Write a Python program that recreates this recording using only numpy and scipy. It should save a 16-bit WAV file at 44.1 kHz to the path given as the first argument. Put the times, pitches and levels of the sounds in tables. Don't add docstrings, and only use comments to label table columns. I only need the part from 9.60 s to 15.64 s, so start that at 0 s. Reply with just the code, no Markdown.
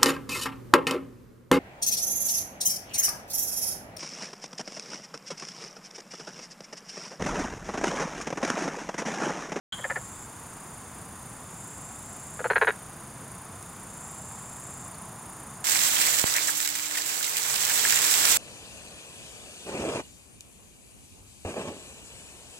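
import sys
import numpy as np
from scipy import signal
from scipy.fft import rfft, irfft
from scipy.io import wavfile
from scipy.ndimage import uniform_filter1d

SR = 44100
rng = np.random.default_rng(int(sys.argv[2]) if len(sys.argv) > 2 else 0)


def wrap_up_sound(samples):
    columns = np.atleast_2d(samples).T
    tamed = np.clip(columns, -1, 1)
    steps = np.round(tamed * 32767).astype(np.int16)
    wavfile.write(sys.argv[1], SR, steps)


def makeup_ratio(level_db):
    decades = np.asarray(level_db, float) / 20
    return 10 ** decades


N = 266452

# lag in seconds, level in dB.
ECHOES = [(.0045, -21), (.0085, -21), (.0145, -22), (.023, -25), (.036, -28), (.052, -31), (.08, -36)]
# frequency in Hz, left-right likeness from 0 to 1.
LIKENESS = [(110, .9997), (160, .997), (300, .994), (1000, .955), (2500, .86), (4500, .72), (7000, .87),
            (9500, .92), (12500, .99)]

# frequency in Hz, level in dB per Hz.
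NIGHT_SPECTRUM = [(25, -20.5), (55, -6.5), (135, -0.5), (210, -4), (330, -11), (560, -14), (740, -7.5),
                  (1050, -4.5), (1700, -16.5), (2400, -22), (4200, -30), (4850, -25), (5600, -31),
                  (16000, -33)]
# centre in Hz, width in Hz, level in dB.
CHORUS_WINGS = [(6647, 780, -4), (8550, 910, -13.5), (9110, 1120, -3), (10180, 2300, -10)]
# time in seconds, level in dB.
FAR_CHORUS_SWELL = [
    (0, -3.5),
    (3.3, -4.5),
    (4.7, -2.5),
    (6.04, -2),
]
NIGHT_DB, CHORUS_DB = -43, -50.5

# time in seconds, lead over a steady stroke in cycles.
KATYDID_LEAD = [(0, -.12), (.9, 0.038), (1.5, .17), (1.8, 0.065), (2.1, 0.29), (2.4, 0.19), (2.7, 0.18),
                (3.6, .11), (3.9, 0.19), (4.3, 0.21), (5.1, 0.19), (5.4, .14), (6.04, 0.23)]
# time in seconds, level in dB.
KATYDID_LEVEL = [(0, -49), (1.5, -47.5), (2.7, -45.5), (3.3, -47), (4.2, -46), (6.04, -45)]
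# centre in Hz, width in Hz, level in dB.
KATYDID_WING = [(8500, 510, -13), (9240, 280, -2.5), (9780, 820, -5), (10570, 630, -9), (12200, 690, -20),
                (13800, 1200, -24)]
KATYDID_STROKES_HZ = 28.75

# start in seconds, end in seconds, level in dB.
CRICKET_PHRASES = [
    (0.1, .655, -47.5),
    (2.01, 2.895, -48),
    (4.42, 5.28, -47.5),
]
# start in seconds, end in seconds, level in dB.
CRICKET_RESTS = [
    (.655, 1.45, -52.5),
    (2.895, 4, -57.5),
    (5.28, 6.1, -55.5),
]
# centre in Hz, width in Hz, level in dB.
CRICKET_COMB = [(7530, 150, 0), (7000, 450, -9), (7670, 100, -5), (7920, 200, -14)]
# centre in Hz, width in Hz, level in dB.
CRICKET_RASP = [(6460, 380, -12.5), (6670, 400, -10), (7250, 820, 6), (7420, 690, -3)]
CRICKET_HZ, CRICKET_WANDER_HZ, CRICKET_STROKES_HZ = 7530, 20, 128.2
WARMUP_DB_PER_S, RASP_WARMUP_DB_PER_S, STOP_DB_PER_S = 130, 18, 1200

# start in seconds, end in seconds, level in dB.
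FAR_CRICKET_PHRASES = [
    (0.1, 1.1, -56),
    (2.3, 1.6, -46),
    (4.5, 6.1, -52.5),
]
FAR_CRICKET_HZ, FAR_WARMUP_DB_PER_S = 7150, 28

FRAME_RATE_HZ, WHINE_HZ, WHINE_DB, WHINE_LAG_CYCLES = 29.97, 3585, -69, 0.76

# frequency in Hz, level in dB, 60 dB decay in seconds.
TREE_MODES = [(1560, 5.5, 0.014), (1950, 6.5, 0.0029), (3180, -3, 0.012), (3260, -4, 0.01),
              (3960, -6, 0.012)]
TREE_FROM_S, TREE_TO_S, TREE_GAP_S = .124, .245, .0062
TREE_PEAK_S, TREE_PEAK_DB, TREE_FALL_DB_PER_S, TREE_HUM_DB = .1275, -26, 800, -43

# frequency in Hz, level in dB, 60 dB decay in seconds.
FAR_MODES = [(507, 3.5, 0.035), (780, -8.5, 0.012), (947, -7, 0.018), (1440, -8, 0.033), (1790, 2.5, 0.016),
             (1700, -26, .012), (1910, -13, 0.011), (2090, -10, 0.0075), (2650, -14, 0.007),
             (4730, -29, 0.014)]
# start in seconds, length in seconds, clicks, growth of each gap's delay.
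FAR_NOTES = [
    (.1815, .0182, 5, 1.2),
    (.2385, .0217, 8, 2.4),
    (.2965, .0257, 9, 2.8),
    (.3545, .029, 11, 2.1),
]
# peak level in dB, low sac mode re peak in dB.
FAR_EFFORT = [
    (-31.5, 2),
    (-21, -6),
    (-19, -7),
    (-21.5, -4.5),
]

# frequency in Hz, level in dB, 60 dB decay in seconds.
NEAR_MODES = [(428, -4.5, 0.033), (850, -16, 0.0086), (1025, -0.5, 0.011), (1456, -5, 0.016),
              (1652, 0.5, 0.012), (1584, -12.5, 0.038), (1837, -9, 0.024), (2100, -8, 0.0099),
              (2410, -19, 0.023), (2700, -21, 0.018), (3000, -21, 0.0062), (3700, -41, 0.022)]
# start in seconds, length in seconds, clicks, growth of each gap's delay.
NEAR_NOTES = [
    (2.789, .0243, 5, 2.1),
    (2.8396, .0289, 7, 2.1),
    (2.8978, .0354, 7, 2.2),
    (2.9546, .0257, 6, 2.2),
    (3.0109, .0358, 7, 2.4),
    (3.0686, .0369, 8, 1.8),
]
# peak level in dB, low sac mode re peak in dB.
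NEAR_EFFORT = [
    (-25.5, 9),
    (-17, 4),
    (-12.5, 1.5),
    (-10, -2),
    (-8, 0),
    (-7.5, -1),
]

NEAR_GAP_S, FAR_GAP_S = .0031, .0023
FIRST_DB, SECOND_DB = -22, -1
NEAR_SAG_DB_PER_S, FAR_SAG_DB_PER_S = 182, 340
LOW_PEAK_S, LOW_RISE_DB_PER_S, LOW_FALL_DB_PER_S = .012, 2200, 546
LOW_DROOP, LOW_DROOP_S = 0.14, 0.0057
SWELL_FROM_S, SWELL_S = 2.86, 0.046
SLACK_PITCH, FULL_PITCH = 0.89, 1.01
WHISTLE_HZ, WHISTLE_DB, WHISTLE_SAG_HZ_PER_S = 4360, -37.5, 2300

# time in seconds, peak level in dB, frequency in Hz.
DRIPS = [
    (4.0265, -38, 7000),
    (4.0270, -35, 9300),
    (4.0267, -41, 5900),
    (4.0268, -39, 8100),
    (4.0271, -40, 10400),
    (5.344, -42, 4450),
    (5.323, -50, 4800),
]
START_S, FADE_S, CUTOFF_HZ = 0.1221, 0.0034, 15780


def rms_one(x):
    return x / np.sqrt(np.mean(x ** 2) + 1e-20)


def in_time(rows):
    s, *columns = np.transpose(rows)
    return [np.interp(np.arange(N) / SR, s, c) for c in columns]


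def at_hz(points, hz):
    points = np.array(points)
    return np.interp(np.log(hz), np.log(points[:, 0]), points[:, 1])


def drift(rate):
    r = np.exp(-80 * np.pi * rate / SR)
    slow = signal.lfilter([1], [1, -2 * r, r * r], rng.standard_normal(N // 40 + 2002))[2000:]
    return np.interp(np.arange(N) / 40, np.arange(len(slow)), rms_one(slow))


def wavering_tone(hz, wander_hz, rate):
    return np.sqrt(2) * np.sin(2 * np.pi * np.cumsum(hz + wander_hz * drift(rate)) / SR)


def ring(clicks, hz, t60):
    r, w = makeup_ratio(-60 / (t60 * SR)), 2 * np.pi * hz / SR
    return signal.lfilter([0, np.sin(w)], [1, -2 * r * np.cos(w), r * r], clicks + 1e-18)


def train(times, heights):
    out = np.zeros(N)
    np.add.at(out, np.round(np.asarray(times) * SR).astype(int), heights)
    return out


def stereo_noise(spectrum_gain):
    hz = np.maximum(np.fft.rfftfreq(N, 1 / SR), 1)
    alike = np.clip(at_hz(LIKENESS, hz), 0, 1)
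    mid, side = rfft(rng.standard_normal((2, N))) * spectrum_gain(hz)
    mid, side = np.sqrt(1 + alike) * mid, np.sqrt(1 - alike) * side
    return rms_one(irfft([mid + side, mid - side], N))


def wings(modes, order=2):
    def gain(hz):
        return np.sqrt(sum(makeup_ratio(db) ** 2 / (1 + (2 * (hz - centre) / width) ** 2) ** order
                           for centre, width, db in modes))
    return gain


def phrases(rows, rise_db_per_s, fall_db_per_s):
    t = np.arange(N) / SR
    return np.max([db - rise_db_per_s * np.maximum(start - t, 0) - fall_db_per_s * np.maximum(t - end, 0)
                   for start, end, db in rows], axis=0)


def outdoors(dry, wet_db, pan_db):
    dull = signal.lfilter([.5], [1, -.5], dry)
    out = np.outer(makeup_ratio([pan_db / 2, -pan_db / 2]), dry)
    for lag_s, db in ECHOES:
        length = int(lag_s * SR * .6)
        smear = rng.standard_normal(length) + 1.1 * rng.standard_normal((2, length))
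        for side in range(2):
            tail = np.r_[np.zeros(int(lag_s * SR * .7)), smear[side] / np.sqrt(length)]
            out[side] += makeup_ratio(db + wet_db) * signal.oaconvolve(dull, tail)[:N]
    return out


def night():
    (swell_db,) = in_time(FAR_CHORUS_SWELL)
    rumble = stereo_noise(lambda hz: makeup_ratio(at_hz(NIGHT_SPECTRUM, hz)))
    croaks = signal.sosfilt(signal.butter(2, [600, 1600], "band", fs=SR, output="sos"), rumble)
    rumble = rumble + (makeup_ratio(swell_db + 0.41 * drift(5.3)) - 1) * croaks
    insects = makeup_ratio(CHORUS_DB + .5 * drift(12)) * stereo_noise(wings(CHORUS_WINGS))
    return makeup_ratio(NIGHT_DB) * rumble + insects


def katydid():
    (lead,), (level_db,) = in_time(KATYDID_LEAD), in_time(KATYDID_LEVEL)
    cycle = 2 * np.pi * (KATYDID_STROKES_HZ * np.arange(N) / SR + lead + 0.014 * drift(7.4))
    stroke = 1 / (1 + np.exp(-4.0 * (np.cos(cycle) - .45)))
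    teeth = makeup_ratio(drift(10) + drift(200))
    return makeup_ratio(level_db - 4.5) * rms_one(stroke * teeth) * stereo_noise(wings(KATYDID_WING))


def cricket():
    tone_db = phrases(CRICKET_PHRASES, WARMUP_DB_PER_S, STOP_DB_PER_S)
    rasp_db = phrases([*CRICKET_PHRASES, *CRICKET_RESTS], RASP_WARMUP_DB_PER_S, STOP_DB_PER_S)
    cycle = 2 * np.pi * np.cumsum(CRICKET_STROKES_HZ + drift(2.93)) / SR
    wing = 2 * np.pi * np.cumsum(CRICKET_HZ + CRICKET_WANDER_HZ * drift(27)) / SR
    comb_gain = wings(CRICKET_COMB)
    tone = np.zeros(N)
    for k in range(-6, 4):
        height = comb_gain(CRICKET_HZ + k * CRICKET_STROKES_HZ) * makeup_ratio(2.3 * drift(25))
        tone += height * np.cos(wing + k * cycle + 0.515 * k * k)
    rasp = (1 + 0.073 * np.cos(cycle)) * stereo_noise(wings(CRICKET_RASP))
    panned_tone = makeup_ratio(tone_db - 3.0) * rms_one(tone) * makeup_ratio([[.4], [-.4]])
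    return panned_tone + makeup_ratio(rasp_db - 2.0) * rms_one(rasp)


def far_cricket():
    level_db = phrases(FAR_CRICKET_PHRASES, FAR_WARMUP_DB_PER_S, STOP_DB_PER_S)
    tone = wavering_tone(FAR_CRICKET_HZ, 55.1, 60)
    return makeup_ratio(level_db - 7.5 + 2.7 * drift(35)) * tone * makeup_ratio([[-1.5], [1.5]])


def camera_whine():
    cycle = 2 * np.pi * (FRAME_RATE_HZ * np.arange(N) / SR - WHINE_LAG_CYCLES)
    swell = rms_one(np.exp(np.cos(cycle)))
    return makeup_ratio(WHINE_DB + 1.2 * drift(12)) * swell * wavering_tone(WHINE_HZ, 16.0, 40)


def tree_frog():
    s = np.arange(TREE_FROM_S, TREE_TO_S, TREE_GAP_S)[:21]
    s[1:7] = TREE_PEAK_S + 0.8 * TREE_GAP_S * np.arange(6)
    chance = rng.standard_normal((21, len(TREE_MODES) + 2))[:len(s)]
    s[2:] += 0.00097 * np.clip(chance[2:, -1], -2, 2)
    hum_db = TREE_HUM_DB + 1.5 * np.tanh(chance[:, -2])
    peak_db = np.maximum(TREE_PEAK_DB - TREE_FALL_DB_PER_S * abs(s - TREE_PEAK_S), hum_db)
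    rings = np.zeros(N)
    for k, (hz, db, t60) in enumerate(TREE_MODES):
        rings += ring(train(s - .0012, makeup_ratio(peak_db + db + 1.9 * chance[:, k])), hz, t60)
    throat = ring(rings, 3210, 0.0045) * 0.11
    return outdoors(throat, wet_db=8.5, pan_db=0.0)


def rattle(notes, efforts, gap_s, sag_db_per_s, uneven_db):
    rows = []
    for (start, length, count, growth), (peak_db, low_db) in zip(notes, efforts):
        k = np.arange(count)
        delay = (growth ** k - 1) / (growth ** k[-1] - 1)
        t = gap_s * k + (length - gap_s * k[-1]) * delay
        level = peak_db + FIRST_DB * (k == 0) + SECOND_DB * (k == 1) - sag_db_per_s * t
        low = low_db - LOW_RISE_DB_PER_S * np.maximum(LOW_PEAK_S - t, 0)
        low = low - LOW_FALL_DB_PER_S * np.maximum(t - LOW_PEAK_S, 0)
        chance = np.clip(rng.standard_normal((count, 2)), -1.5, 1.5)
        rows += zip(start + t + 0.00013 * chance[:, 0], level + uneven_db * chance[:, 1], low)
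    return rows


def frog(clicks, modes, rise_s, spread_db, swell=None):
    hz, db, t60 = np.transpose(modes)[:, :, None]
    t = np.arange(int(.08 * SR)) / SR
    shape = (1 - np.exp(-t / rise_s)) ** 2 * makeup_ratio(-60 * t / t60)
    chance = rng.standard_normal((len(clicks), 2, len(modes), 1))
    whistle_hz, whistle_db, factor = swell if swell else (0, -200, np.ones(N))
    out = np.zeros(N)
    for (s, peak_db, low_db), (louder, higher) in zip(clicks, chance):
        at = round(s * SR)
        strength = makeup_ratio(peak_db + db + spread_db * np.clip(louder, -1, 1))
        strength[0] *= -makeup_ratio(low_db)
        pitch = hz * (1 + .01 * higher) * factor[at]
        pitch[0] /= factor[at] ** 1.64
        cycles = pitch * t
        cycles[0] += pitch[0] * LOW_DROOP * LOW_DROOP_S * (1 - np.exp(-t / LOW_DROOP_S))
        out[at:at + len(t)] += np.sum(strength * shape * np.sin(2 * np.pi * cycles), axis=0)
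    s, peak_db, _ = np.transpose(clicks)
    puffs = signal.lfilter([1], [1, -makeup_ratio(-60 / (0.041 * SR))], train(s, makeup_ratio(peak_db)))
    puffs = uniform_filter1d(puffs, size=40, origin=19)
    out += makeup_ratio(whistle_db + 2.3 * drift(160)) * puffs * wavering_tone(whistle_hz, 120.0, 350)
    return signal.sosfilt(signal.cheby1(4, .5, [370, 4900], "band", fs=SR, output="sos"), out)


def far_frog():
    clicks = rattle(FAR_NOTES, FAR_EFFORT, FAR_GAP_S, FAR_SAG_DB_PER_S, uneven_db=1.7)
    return outdoors(frog(clicks, FAR_MODES, rise_s=0.00034, spread_db=3.5), wet_db=-3.0, pan_db=1.1)


def sac_swell():
    since = np.clip(np.arange(N) / SR - SWELL_FROM_S, 0, .5)
    factor = FULL_PITCH + (SLACK_PITCH - FULL_PITCH) * np.exp(-since / SWELL_S)
    return WHISTLE_HZ - WHISTLE_SAG_HZ_PER_S * since, WHISTLE_DB, factor


def near_frog():
    clicks = rattle(NEAR_NOTES, NEAR_EFFORT, NEAR_GAP_S, NEAR_SAG_DB_PER_S, uneven_db=1.7)
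    voice = frog(clicks, NEAR_MODES, rise_s=0.00029, spread_db=4.0, swell=sac_swell())
    return outdoors(voice, wet_db=-4.0, pan_db=0.7)


def drips():
    return sum(ring(train([s], makeup_ratio(db)), hz, 67.0 / hz) for s, db, hz in DRIPS)


def scene():
    insects = katydid() * makeup_ratio([[-.3], [.3]]) + cricket() + far_cricket()
    frogs = tree_frog() + far_frog() + near_frog()
    return night() + insects + camera_whine() + frogs + drips()


def top_cut(x):
    return signal.sosfilt(signal.butter(12, 16830, fs=SR, output="sos"), x)


def record(dry):
    fade = np.clip((np.arange(N) / SR - START_S) / FADE_S, 0, 1)
    low_pass = signal.ellip(12, .5, 70, CUTOFF_HZ, fs=SR, output="sos")
    mix = signal.sosfilt(low_pass, dry * fade)
    return top_cut(mix)


dry = scene()
out = record(dry)
wrap_up_sound(out)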